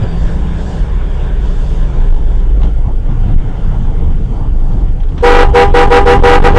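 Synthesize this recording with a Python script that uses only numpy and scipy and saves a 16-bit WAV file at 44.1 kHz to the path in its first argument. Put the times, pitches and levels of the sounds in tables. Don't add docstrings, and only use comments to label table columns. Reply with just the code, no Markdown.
import sys
import numpy as np
from scipy import signal
from scipy.fft import rfft, irfft, next_fast_len
from scipy.io import wavfile
from scipy.ndimage import uniform_filter1d, map_coordinates

SR = 44100
rng = np.random.default_rng(int(sys.argv[2]) if len(sys.argv) > 2 else 0)


def elevation(decibels):
    levels = np.asarray(decibels, float)
    return 10 ** (levels / 20)


def master(y):
    cut = np.clip(np.atleast_2d(y).T, -1, 1)
    pcm = np.round(cut * 32767)
    wavfile.write(sys.argv[1], SR, pcm.astype(np.int16))


N = 290178


def unit(x):
    return x / np.sqrt(np.mean(x ** 2) + 1e-20)


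def curves(rows):
    s, *cols = np.transpose(rows)
    return [np.interp(np.arange(N) / SR, s, c) for c in cols]


def wobble(rate_hz):
    knots = rng.standard_normal(int(N * rate_hz / SR) + 4)
    return map_coordinates(knots, [np.arange(N) * rate_hz / SR])


def noise(spectrum, patchy_db):
    z = signal.stft(rng.standard_normal(N), nperseg=512)[2]
    field = uniform_filter1d(rng.standard_normal(z.shape), size=5, axis=0)
    field = uniform_filter1d(field, size=10, axis=1)
    patchy = signal.istft(z * elevation(patchy_db * unit(field)), nperseg=512)[1][:N]
    m = next_fast_len(N + 8192)
    hz, db = np.transpose(spectrum)
    bin_hz = np.fft.rfftfreq(m, 1 / SR)
    gain = elevation(np.interp(np.log(bin_hz + 1), np.log(hz + 1), db, -120, -120))
    return unit(irfft(rfft(patchy, m) * gain, m)[:N])


def tone(rows, unsteady_db, rate_hz):
    t = np.arange(N) / SR
    hz, db = curves(rows)
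    fade_s = 0.018
    edge = np.clip(np.minimum(t - rows[0][0], rows[-1][0] - t) / fade_s + 1, 0, 1)
    level = edge * elevation(db + unsteady_db * wobble(rate_hz))
    return np.sqrt(2) * level * np.sin(2 * np.pi * np.cumsum(hz) / SR)


def bells(rows):
    s, _, length_s = np.transpose(rows)
    t = np.arange(0, N, 50)[:, None] / SR
    return np.exp(-(2 * (t - s) / length_s) ** 2)


def spread(slow):
    return np.interp(np.arange(N), np.linspace(0, N, len(slow)), slow)


def lift(rows):
    return spread(bells(rows) @ np.transpose(rows)[1])


def braking():
    pedal_s, bite_s = 5.18, 0.63
    return np.clip((np.arange(N) / SR - pedal_s) / bite_s, 0, 1)


def flutter():
    tap_hz = 30 * (1 + .08 * wobble(6))
    return np.sin(2 * np.pi * np.cumsum(tap_hz) / SR)


# frequency in Hz, level in dB per Hz.
SEAL_SPECTRUM = [(7600, -38.5), (8200, -2.5), (9600, -3), (10400, -14), (10900, -47)]


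def seal():
    level_db = -68 + 5 * flutter() + 1.5 * wobble(20)
    return elevation(level_db) * noise(SEAL_SPECTRUM, patchy_db=2.5)


# start in seconds, peak in dB, t60 in seconds.
RATTLE_HITS = [(0.016, -28, 0.022), (2.3944, -29, 0.1), (2.616, -18, 0.037), (2.6286, -19, 0.13),
               (2.6527, -40, 0.18), (3.0712, -38, 0.068), (3.3776, -30, 0.036), (3.398, -31, 0.049),
               (4.7153, -30, 0.13), (4.999, -26, 0.098), (5.031, -28, 0.092), (5.087, -27, 0.07),
               (5.1185, -28, 0.057), (5.177, -17.5, 0.11), (5.2055, -25.5, 0.081), (5.7006, -31, 0.06)]
# frequency in Hz, level in dB per Hz.
FITTINGS_SPECTRUM = [(250, -12), (700, 0), (1700, -4), (2300, -9), (3200, -3), (3800, -10), (4800, -22),
                     (6000, -17), (7000, -28), (10000, -42)]


def rattles():
    shake, t = np.zeros(N + SR), np.arange(SR // 4) / SR
    rise_s = 0.0022
    for start_s, db, t60_s in RATTLE_HITS:
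        decay = elevation(db - 10.5 - 60 * t / np.clip(t60_s, .005, .3))
        shake[round(start_s * SR):][:len(t)] += decay * (1 - np.exp(-t / rise_s))
    return shake[:N] * noise(FITTINGS_SPECTRUM, patchy_db=1.5)


# time in seconds, pitch in Hz, level in dB.
EARLY_SQUEAK = [(.025, 4940, -58), (.037, 4860, -41), (.05, 4780, -60), (.09, 4690, -51), (.15, 4620, -51),
                (.22, 4600, -55), (.25, 4480, -66)]
SLOWING_SQUEAK = [(4.35, 4640, -66), (4.45, 4670, -68), (4.7, 4547, -67), (4.85, 4533, -74)]


def squeaks():
    early = tone(EARLY_SQUEAK, unsteady_db=1.2, rate_hz=40)
    late = tone(SLOWING_SQUEAK, unsteady_db=1.5, rate_hz=25)
    return early + elevation(7 * flutter() - 2) * late


# time in seconds, share of the early pace.
PACE = [(0, 1.06), (1.1, 0.97), (1.9, .85), (2.3, 0.44), (2.9, 0.031), (3.5, 0.49), (4.3, -0.00077),
        (5.2, -0.17), (6.58, 0.58)]
# middle in seconds, lift in dB, length in seconds.
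ROAD_RUTS = [(.04, 10, 0.052), (2.0, 6, 0.13), (2.645, 11.5, 0.1), (2.88, 7, 0.058), (3.11, 10, 0.077),
             (3.3, 8, 0.23), (3.6, 2, 0.52), (3.84, 4, 0.36), (4.03, 5.5, 0.16), (4.17, 5, 0.18),
             (4.4, 6, 0.3), (4.78, 8.5, 0.22), (5.16, 5.5, 0.076), (5.7, 3, 0.061), (6.0, -0.5, 0.31),
             (6.2, 1.5, .1), (6.54, 6, 0.18)]
# slow level in dB, gain at the early pace in dB, share of a rut,
# gain under braking in dB.
ROAD_LAYERS = [
    (-19, -1, .3, 5),
    (-25, 2.5, 1.1, 9),
    (-33, 3.5, .6, 12),
    (-48, 9, .3, 12),
    (-59, 7, .2, -3),
]


def layer_levels_db():
    (pace,), ruts, brake = curves(PACE), lift(ROAD_RUTS), braking()
    return [db + fast * pace + share * ruts + more * brake for db, fast, share, more in ROAD_LAYERS]


def slowing(fast, slow):
    start_s, length_s = 1.8, 1.0
    turn = np.pi / 2 * np.clip((np.arange(N) / SR - start_s) / length_s, 0, 1)
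    return np.cos(turn) * fast + np.sin(turn) * slow


# frequency in Hz, level in dB per Hz.
AIR_SPECTRUM = [(3300, -37.5), (3900, -7.5), (4600, -2.5), (5200, -6), (7500, -6), (9000, -13.5),
                (10300, -23), (10800, -30.5), (14200, -35), (14900, -72.5)]
# middle in seconds, lift in dB, length in seconds.
ONCOMING_CARS = [
    (.28, 3.5, 0.29),
    (.7, 4.5, 0.28),
    (1.63, 6.5, 0.45),
]


def air(level_db, bumps):
    return elevation(level_db + lift(ONCOMING_CARS) + 1.6 * bumps) * noise(AIR_SPECTRUM, patchy_db=1.5)


# frequency in Hz, level in dB per Hz.
HISS_AT_SPEED = [(710, -32), (1200, 0), (1450, 2), (1670, 2.5), (1930, -6), (2250, -5), (2470, -7.5),
                 (3430, -4), (3680, -6.5), (4780, -53.5), (8100, -120)]
HISS_SLOWING = [(710, -32.5), (1200, -10), (1390, 0), (1500, -3), (1910, -8.5), (2080, -8), (2560, -13),
                (3090, -8), (3680, -14.5), (4780, -53.5), (8100, -120)]


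def tyre_hiss(level_db, bumps):
    hiss = slowing(noise(HISS_AT_SPEED, patchy_db=2.0), noise(HISS_SLOWING, patchy_db=1.65))
    return elevation(level_db + 0.2 * bumps) * hiss


# frequency in Hz, level in dB per Hz.
ROAR_AT_SPEED = [(140, -47), (230, -9.5), (264, 1), (312, -5), (405, 0), (502, -6.5), (605, -6), (662, -13),
                 (720, -8.5), (1060, -11.5), (1200, -28), (1560, -71), (2640, -120)]
ROAR_SLOWING = [(140, -40), (230, -9.5), (262, -2), (371, -7.5), (459, -6.5), (531, -12.5), (610, -13.5),
                (644, -14.5), (705, -13.5), (798, -12.5), (1200, -22.5), (1560, -47.5), (2640, -120)]


def tyre_roar(level_db, bumps):
    roar = slowing(noise(ROAR_AT_SPEED, patchy_db=1.2), noise(ROAR_SLOWING, patchy_db=-2.66))
    return elevation(level_db + 0.7 * bumps) * roar


# frequency in Hz, level in dB per Hz.
THUD_SPECTRUM = [(7.1, -25.5), (12, -26.5), (32, 2.5), (40, 8.5), (54, -1), (72, -2.5), (90, -30),
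                 (120, -48), (200, -120)]
RUMBLE_SPECTRUM = [(53, -23), (90, -3), (167, -8), (230, -19.5), (300, -43), (510, -120)]


def thud_and_rumble(thud_db, rumble_db, bumps):
    thud = elevation(thud_db + 1.4 * wobble(6)) * noise(THUD_SPECTRUM, patchy_db=0.9)
    return thud + elevation(rumble_db + .5 * bumps) * noise(RUMBLE_SPECTRUM, patchy_db=.6)


def road():
    thud_db, rumble_db, roar_db, hiss_db, air_db = layer_levels_db()
    bumps = wobble(8.9)
    low = thud_and_rumble(thud_db, rumble_db, bumps)
    high = tyre_roar(roar_db, bumps) + tyre_hiss(hiss_db, bumps) + air(air_db, bumps)
    return low, high


# time in seconds, pitch in Hz, level in dB.
ENGINE_DRONE = [(0, 164.9, -24.5), (.3, 163.5, -22), (.6, 162.5, -26.5), (.8, 159.5, -27), (1.1, 156, -47),
                (1.4, 152.9, -44), (1.7, 153, -25.5), (1.9, 152, -24)]
AXLE_DRONE = [(0, 198.4, -31), (.5, 194.4, -31), (1, 191.6, -35.5), (1.5, 186.5, -33.5), (1.75, 182, -31),
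              (1.9, 176.7, -52)]


def drones():
    engine = tone(ENGINE_DRONE, unsteady_db=1.8, rate_hz=12)
    return engine + tone(AXLE_DRONE, unsteady_db=2.5, rate_hz=8)


def lugging(firing_hz):
    turn = 2 * np.pi * np.cumsum(firing_hz) / SR
    second = elevation(-15 + 2.4 * wobble(6)) * np.sin(2 * turn)
    third = elevation(-11 + 2.4 * wobble(6)) * np.sin(3 * turn)
    return np.sqrt(2) * braking() * (second + third)


def swinging(hz, swells, wander):
    rest_db = -29.5
    power = bells(swells) ** 2 @ elevation(np.transpose(swells)[1]) ** 2
    size = np.sqrt(power + elevation(rest_db) ** 2)
    turn = 2 * np.pi * np.cumsum(hz * (1 + wander * wobble(5))) / SR
    return np.sqrt(2) * spread(size) * np.sin(turn)


# time in seconds, rate in Hz.
FIRING_RATE = [(0, 31.27), (1.6, 30.67), (2.1, 28.34), (3.2, 28.36), (3.7, 26.79), (4.05, 23.72),
               (4.6, 25.09), (5.1, 26.95), (5.35, 24.41), (6.1, 21.63), (6.4, 23.32), (6.58, 26)]
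# middle in seconds, rms in dB, length in seconds.
BODY_BOOM = [(0.248, -8.5, 0.086), (1.12, -15, 0.9), (1.56, -11.5, 0.91), (1.817, -6.5, 0.11),
             (2.073, -2, 0.21), (2.39, -7, 0.48), (2.625, -11, 0.28), (3.16, -8.5, 0.67), (3.72, -8, 0.22),
             (4.05, -7, 0.5), (4.63, -6.5, 0.42), (5.023, -10, 0.32), (5.377, 7, 0.2), (5.825, 0, 0.37),
             (6.074, -2.5, 0.18), (6.213, 2.5, 0.067), (6.44, 3, 0.3)]
AXLE_SWINGS = [(.26, -15, 1), (1.04, -20.5, 0.37), (1.55, -14.5, 0.36), (2.14, -6, 0.31), (2.78, -11, 0.57),
               (3.37, 1.5, 0.081), (3.63, -17, 1), (4.95, -12, 0.23), (6.4, -12.5, 0.54)]
ROOF_SWINGS = [(.23, -9, 0.055), (.41, -14.5, 0.16), (0.921, -18, 0.52), (1.41, -11.5, .18),
               (1.86, -16.5, 0.59), (2.28, -11, 0.24), (2.61, -7.5, 0.37), (2.86, -15, 0.18),
               (4.56, -13.5, 0.15), (4.89, -17, 0.098), (5.27, -9, .12), (5.501, -7, .12), (6.51, -11, 0.1)]
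FLOOR_SWINGS = [(.16, -24, 0.23), (.5, -18.5, 0.66), (1.2, -18, 0.42), (3.25, -16, 0.11), (3.87, -19, 0.14),
                (4.071, -8.5, 0.08), (4.5, -23, 0.14), (5.2, -19.5, 0.19)]


def body():
    firing_hz, = curves(FIRING_RATE)
    floor_hz = 63.55 + 2 * np.arange(N) / SR
    boom = swinging(firing_hz, BODY_BOOM, wander=0.0093)
    axle = swinging(21, AXLE_SWINGS, wander=0.0404)
    roof = swinging(51.08, ROOF_SWINGS, wander=0.0295)
    floor = swinging(floor_hz, FLOOR_SWINGS, wander=0.0189)
    return boom + axle + roof + floor + lugging(firing_hz) + drones()


# frequency in Hz, level in dB per Hz.
BUZZ_SPECTRUM = [(300, -7.5), (900, 2.5), (1700, -3), (2300, -10), (3200, -10.5), (3800, -16.5),
                 (6000, -22), (9000, -24.5), (12000, -45)]


def buzz(drive, window, patchy_db):
    size = np.sqrt(np.abs(uniform_filter1d(drive ** 2, size=window)))
    return size * noise(BUZZ_SPECTRUM, patchy_db)


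# down in seconds, up in seconds, strength in dB.
HORN_PRESSES = [
    (5.22, 5.424, -2.4),
    (5.533, 5.625, -2),
    (5.728, 5.83, -2.5),
    (5.896, 5.979, -1.6),
    (6.049, 6.132, -2.5),
    (6.219, 6.357, -2.3),
    (6.42, 6.473, -2.5),
    (6.54, 6.650, -4.5),
]


def trumpet(pitch_hz, partials, rise_s, lag_s, flat, sharp):
    out, t = np.zeros(N + SR), np.arange(SR // 2) / SR
    for down_s, up_s, db in HORN_PRESSES:
        released = t - (up_s - down_s)
        after = np.maximum(released - lag_s, 0)
        bend = 1 - flat * np.exp(-t / 0.046) + sharp * np.clip(released / 0.039, 0, 1)
        bend = bend + .0015 * wobble(150)[:len(t)]
        turn = 2 * np.pi * (np.cumsum(pitch_hz * bend) / SR + rng.random())
        swing = 1 - np.exp(-(t / rise_s) ** 2)
        blast = np.zeros(len(t))
        for k, level_db, t60_s in partials:
            size = swing ** k * elevation(level_db - 60 * after / t60_s)
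            blast += size * np.sin(k * turn + k * k)
        out[round(down_s * SR):][:len(t)] += np.sqrt(2) * elevation(db) * blast
    return out[:N]


# multiple of the pitch, rms in dB, t60 after release in seconds.
HIGH_PARTIALS = [(1, 0.5, 0.086), (2, -8.5, 0.23), (3, -25, 0.19), (4, -12.5, 0.12), (5, -25.5, 0.055),
                 (6, -28, 0.12), (7, -39, 0.065), (8, -41, 0.073)]
LOW_PARTIALS = [(1, -8.5, 0.33), (2, -3.5, 0.23), (3, -17, 0.2), (4, -17, 0.13), (5, -21, 0.043),
                (6, -26, 0.071), (7, -23.5, 0.14), (8, -28.5, 0.083)]


def horn():
    high = trumpet(485.5, HIGH_PARTIALS, rise_s=0.015, lag_s=0.00067, flat=0.011, sharp=0.027)
    low = trumpet(399, LOW_PARTIALS, rise_s=0.018, lag_s=0.01, flat=0.0159, sharp=0.011)
    both = high * elevation(0.48 * wobble(40)) + low * elevation(0.23 * wobble(44))
    return both + elevation(-15) * buzz(both, window=400, patchy_db=-2.0)


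def scene():
    shaking, tyres = road()
    travel = np.where(braking() > 0, 1.6, 1.15)
    shaking = travel * np.tanh((shaking + body()) / travel)
    return (seal() + rattles() + squeaks() + tyres + shaking + horn())[None]


def top_cut(x):
    return signal.sosfilt(signal.butter(12, 15800, fs=SR, output="sos"), x)


def record(dry):
    top, knee = .825, 9
    squashed = dry / (1 + np.abs(dry / top) ** knee) ** (1 / knee)
    edges = np.diff(squashed, prepend=0)
    gritty = squashed + elevation(-17) * buzz(edges, window=1000, patchy_db=1.5)
    pole = np.exp(-2 * np.pi * 9500 / SR)
    dull = signal.lfilter([1 - pole], [1, -pole], gritty)
    return top_cut(dull)


dry = scene()
out = record(dry)
master(out)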